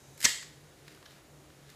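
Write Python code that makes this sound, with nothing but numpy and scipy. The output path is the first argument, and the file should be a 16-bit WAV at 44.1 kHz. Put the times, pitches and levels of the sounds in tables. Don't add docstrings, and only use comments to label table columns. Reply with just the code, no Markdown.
import sys
import numpy as np
from scipy import signal
from scipy.fft import rfft, irfft
from scipy.io import wavfile

SR = 44100
rng = np.random.default_rng(int(sys.argv[2]) if len(sys.argv) > 2 else 0)


def unload_wav(signal):
    wavfile.write(
        sys.argv[1],
        SR,
        np.round(np.clip(np.atleast_2d(signal).T, -1, 1) * 32767).astype(np.int16),
    )


N = 77175
T = np.arange(N) / SR
STRIKE_T = T[:8192]
FREQS = np.maximum(np.arange(N + 1) * SR / (2 * N), 1)


# (t/s, level/dB, brightness/dB per octave)
CLATTER = [(0.2455, -19, 3), (0.2481, -14.5, 2), (0.2510, -17, 5), (0.2521, -10, 1.5), (0.2535, -15, -3.5),
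           (0.2549, -14, -1), (0.2565, -15.5, -2.5), (0.2606, -22.5, -5), (0.2630, -21, -5.5)]
def snap():
    return jerks() + scrape() + play(CLATTER, shell_contact)


# (f/Hz, relative level/dB)
SHELL_COLOUR = [(60, -32), (300, -12.5), (700, -19), (1400, -14), (1900, -2.5), (2450, -6), (4000, -2),
                (5300, -2), (6100, -0.5), (8000, -2.5), (8700, -16), (10600, -23), (11700, -23),
                (15000, -24.5)]
def shell_contact():
    crack = blow(colour(signal.unit_impulse(len(STRIKE_T)), SHELL_COLOUR))
    dense_ring = burst(SHELL_COLOUR, t60_s=0.014)
    return undb(-4) * crack + undb(-1.5) * dense_ring + undb(-5.5) * shell_modes()


# (f/Hz, relative level/dB, t60/s)
SHELL_MODES = [(1740, -15, .08), (1880, -12, .06), (2035, -16, .06), (2130, -14, .06), (3175, -15, .06),
               (3430, -18, .06), (4125, -14, .06), (4535, -16, .06), (5060, -17, .035), (6010, -16, .035),
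               (6210, -15, .035), (6360, -16, .04), (6955, -17, .04), (7625, -18, .035), (8000, -17, .04)]
def shell_modes(spread_db=2):
    modes = 0
    for mode in SHELL_MODES:
        strength = rng.choice([-1, 1]) * undb(spread_db * rng.standard_normal())
        modes = modes + strength * ring([mode], STRIKE_T)
    return blow(modes)


# (t/s, level/dB, brightness/dB per octave)
JERK_EVENTS = [(0.1772, -43.5, 2), (0.1990, -51, 15), (0.2035, -33, 1), (0.2137, -32, -0.5),
               (0.2275, -27, 0), (0.2355, -28, -0.5), (0.2413, -22, -2), (0.2440, -18.5, -1),
               (0.4270, -36, -5)]
def jerks():
    return play(JERK_EVENTS, slip)


# (f/Hz, relative level/dB)
RASP_COLOUR = [(100, -20), (700, -17.5), (1450, -9.5), (1800, 2), (2200, 0.5), (2600, -7.5), (4000, -5),
               (5100, -3), (5800, -6.5), (7600, -2), (9200, -8), (10600, -9), (11700, -4), (12800, -16),
               (15000, -13.5)]
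def slip():
    return burst(RASP_COLOUR, t60_s=0.034) + undb(-10.5) * shell_modes()


# (t/s, level/dB)
SCRAPE_PRESSURE = [(0.17, -68), (0.197, -55), (0.206, -58), (0.222, -41), (0.238, -39), (0.247, -35),
                   (0.256, -29.5), (0.266, -73.5)]
def scrape(grains_per_s=2500, spread_db=2.5):
    grains = (rng.random(N) < grains_per_s / SR) * rng.choice([-1, 1], N)
    strengths = undb(spread_db * rng.standard_normal(N))
    response = tilt(slip(), db_per_octave=1.5)
    return convolve(unit(grains * strengths) * curve(SCRAPE_PRESSURE), response / np.linalg.norm(response))


# (f/Hz, level/dB, t60/s)
BODY_MODES = [(69.3, -43, .13), (129, -41, .05), (222, -32, 0.017)]
def body_thump():
    return delay(ring(BODY_MODES), start_s=0.2462)


# (f/Hz, level/dB, t60/s)
SKEWER_MODES = [(1926, -38, .55)]
def skewer_ring():
    return delay(ring(SKEWER_MODES), start_s=0.252)


# (f/Hz, relative level/dB)
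CREEP_LEVEL = [(0, -64.5), (0.17, -64), (0.3, -78)]
CREEP_HISS_COLOUR = [(1000, -5), (3500, -29), (3820, 3.5), (4100, -22), (5500, -13), (6300, -1),
                     (7300, -7.5), (8200, -11.5), (15000, -25)]
def creep():
    return curve(CREEP_LEVEL) * noise(CREEP_HISS_COLOUR)


# (t/s, level/dB, brightness/dB per octave)
TICK_EVENTS = [(0.8792, -41.5, -2), (0.8812, -47, 0.5), (0.9180, -57, 5), (0.9245, -57, 10),
               (0.9485, -49, 1), (0.9745, -50, -8), (1.0275, -47, -4), (1.1075, -52, 0.5),
               (1.1175, -49.5, -1.5), (1.1285, -53, -5.5), (1.5020, -51.5, -5.5), (1.6930, -50, -2),
               (1.7005, -46, 3)]
# (f/Hz, relative level/dB)
HANDLING_COLOUR = [(100, -7.5), (400, -3), (900, -6), (1650, 2.5), (2500, -2), (3700, -1), (5500, -4.5),
                   (8000, -10.5), (15000, -17.5)]
def ticks():
    return play(TICK_EVENTS, lambda: burst(HANDLING_COLOUR, t60_s=0.024))


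# (f/Hz, relative level/dB)
PING_EVENTS = [(1.057, -46.5), (1.0606, -42)]
SMALL_PART_COLOUR = [(200, -28), (1000, -11), (1700, 1.5), (2500, -9), (3800, 2.5), (4400, -1.5),
                     (5500, -6.5), (8000, -20), (15000, -23)]
def pings():
    return sum(undb(db) * delay(burst(SMALL_PART_COLOUR, t60_s=0.022), s) for s, db in PING_EVENTS)


# (t/s, level/dB)
RUB_LEVEL = [(0, -68.5), (0.8, -67.5), (0.9, -61), (1.0, -68.5), (1.13, -62), (1.25, -72), (1.6, -67),
             (1.7, -62.5), (1.75, -65)]
def rubbing():
    return curve(RUB_LEVEL) * noise(HANDLING_COLOUR)


# (f/Hz, t60/s, level/dB)
ROOM_BANDS = [(100, 0.19, -9.5), (400, 0.42, -16.5), (1000, 0.46, -7), (1990, 0.44, -8.5),
              (3900, 0.45, -5.5), (5800, 0.5, -12.5), (8100, .43, -4.5), (9700, 0.44, -4.5),
              (15000, 0.29, -9.5)]
def room_response(delay_s=0.008, build_s=0.0064):
    hz, t60s, dbs = np.array(ROOM_BANDS).T
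    spectrum = rfft(rng.standard_normal(N), 2 * N)
    echo = 0
    for share, t60, db in zip(np.eye(len(hz)), t60s, dbs):
        envelope = fade(t60) * (1 - np.exp(-T / build_s))
        band = irfft(spectrum * np.interp(np.log(FREQS), np.log(hz), share))[:N]
        echo = echo + undb(db) * band * envelope / np.linalg.norm(envelope)
    return delay(echo, delay_s)


# (f/Hz, relative level/dB)
ROOM_TONE_COLOUR = [(20, 1), (40, -8), (65, 1), (105, -2.5), (200, -6), (310, -4.5), (550, -5.5),
                    (850, -12), (2000, -17.5), (3500, -23), (5600, -25), (6800, -19.5), (8300, -25.5),
                    (10800, -24), (11400, -28.5), (15000, -29)]
def room_tone(level_db=-58.5, waver_db=0.24):
    return noise(ROOM_TONE_COLOUR) * undb(level_db + waver_db * narrow_noise(0, width_hz=3.9))


# (t/s, relative level/dB)
HUM_SWELLS = [(0.0, -71), (0.086, -54), (0.198, -68), (0.242, -54), (0.354, -70), (0.476, -58),
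              (0.526, -76), (0.58, -57), (0.794, -70), (0.832, -54.5), (1.076, -80), (1.1, -62.5),
              (1.198, -60.5), (1.266, -73), (1.324, -56.5), (1.554, -66), (1.69, -53), (1.75, -86)]
# (f/Hz, width/Hz, level/dB)
HUM_LINES = [(149, 34, -70.5), (310.3, 18, -70), (381.7, 33, -73)]
def hum(drone_hz=142, wander_hz=4.24, drone_gain_db=-1.5):
    pitch_hz = drone_hz + wander_hz * narrow_noise(0, width_hz=19)
    drone = unit(np.sin(2 * np.pi * np.cumsum(pitch_hz) / SR))
    lines = sum(undb(db) * narrow_noise(hz, width) for hz, width, db in HUM_LINES)
    return undb(drone_gain_db) * curve(HUM_SWELLS) * drone + lines


def undb(db):
    return 10 ** (np.asarray(db) / 20)


def unit(x):
    return x / np.std(x)


def blow(x):
    return x * np.sqrt(SR / 1000 / np.sum(x ** 2))


def curve(points):
    return undb(np.interp(T, *np.array(points).T))


def colour(x, points):
    hz, db = np.array(points).T
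    n = len(x)
    freqs = np.maximum(np.arange(n + 1) * SR / (2 * n), 1)
    gain = undb(np.interp(np.log(freqs), np.log(hz), db))
    cepstrum = irfft(np.log(gain))
    cepstrum[1:n] *= 2
    cepstrum[n + 1:] = 0
    return irfft(rfft(x, 2 * n) * np.exp(rfft(cepstrum)))[:n]


def tilt(x, db_per_octave):
    return colour(x, [(1000, -2 * db_per_octave), (16000, 2 * db_per_octave)])


def convolve(x, response):
    return signal.fftconvolve(x, response)[:N]


def delay(x, start_s):
    return np.concatenate([np.zeros(max(int(start_s * SR), 0)), x, np.zeros(N)])[:N]


def fade(t60_s, t=T):
    return np.exp(-np.log(1000) * t / t60_s)


def ring(modes, t=T):
    return sum(undb(db) * fade(t60, t) * np.sin(2 * np.pi * hz * t) for hz, db, t60 in modes)


def burst(points, t60_s):
    return blow(colour(rng.standard_normal(len(STRIKE_T)) * fade(t60_s, STRIKE_T), points))


def noise(points):
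    return unit(colour(rng.standard_normal(N), points))


def narrow_noise(hz, width_hz):
    band = np.exp(-2 * ((FREQS - hz) / width_hz) ** 2)
    return unit(irfft(rfft(rng.standard_normal(2 * N)) * band)[:N])


def play(events, sound):
    return sum(undb(db) * delay(blow(tilt(sound(), brightness)), s) for s, db, brightness in events)


def scene(room_paths=3, hands_echo_db=-4.5):
    paths = [room_response() for _ in range(room_paths)]
    thump = body_thump()
    slicer = snap() + thump + skewer_ring() + creep()
    hands = ticks() + pings() + rubbing()
    snap_echo = sum(convolve(snap(), path) for path in paths) / np.sqrt(room_paths)
    thump_echo = convolve(thump, paths[0])
    hands_echo = undb(hands_echo_db) * convolve(hands, paths[0] / np.linalg.norm(paths[0]))
    return (slicer + hands + snap_echo + thump_echo + hands_echo + room_tone() + hum())[None]


def record(dry, low_cut_hz=41.5, top_hz=14950):
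    low_cut = signal.butter(4, low_cut_hz, "high", fs=SR, output="sos")
    top_cut = signal.ellip(10, .2, 80, top_hz, fs=SR, output="sos")
    return signal.sosfilt(top_cut, signal.sosfilt(low_cut, dry))


dry = scene()
out = record(dry)
unload_wav(out)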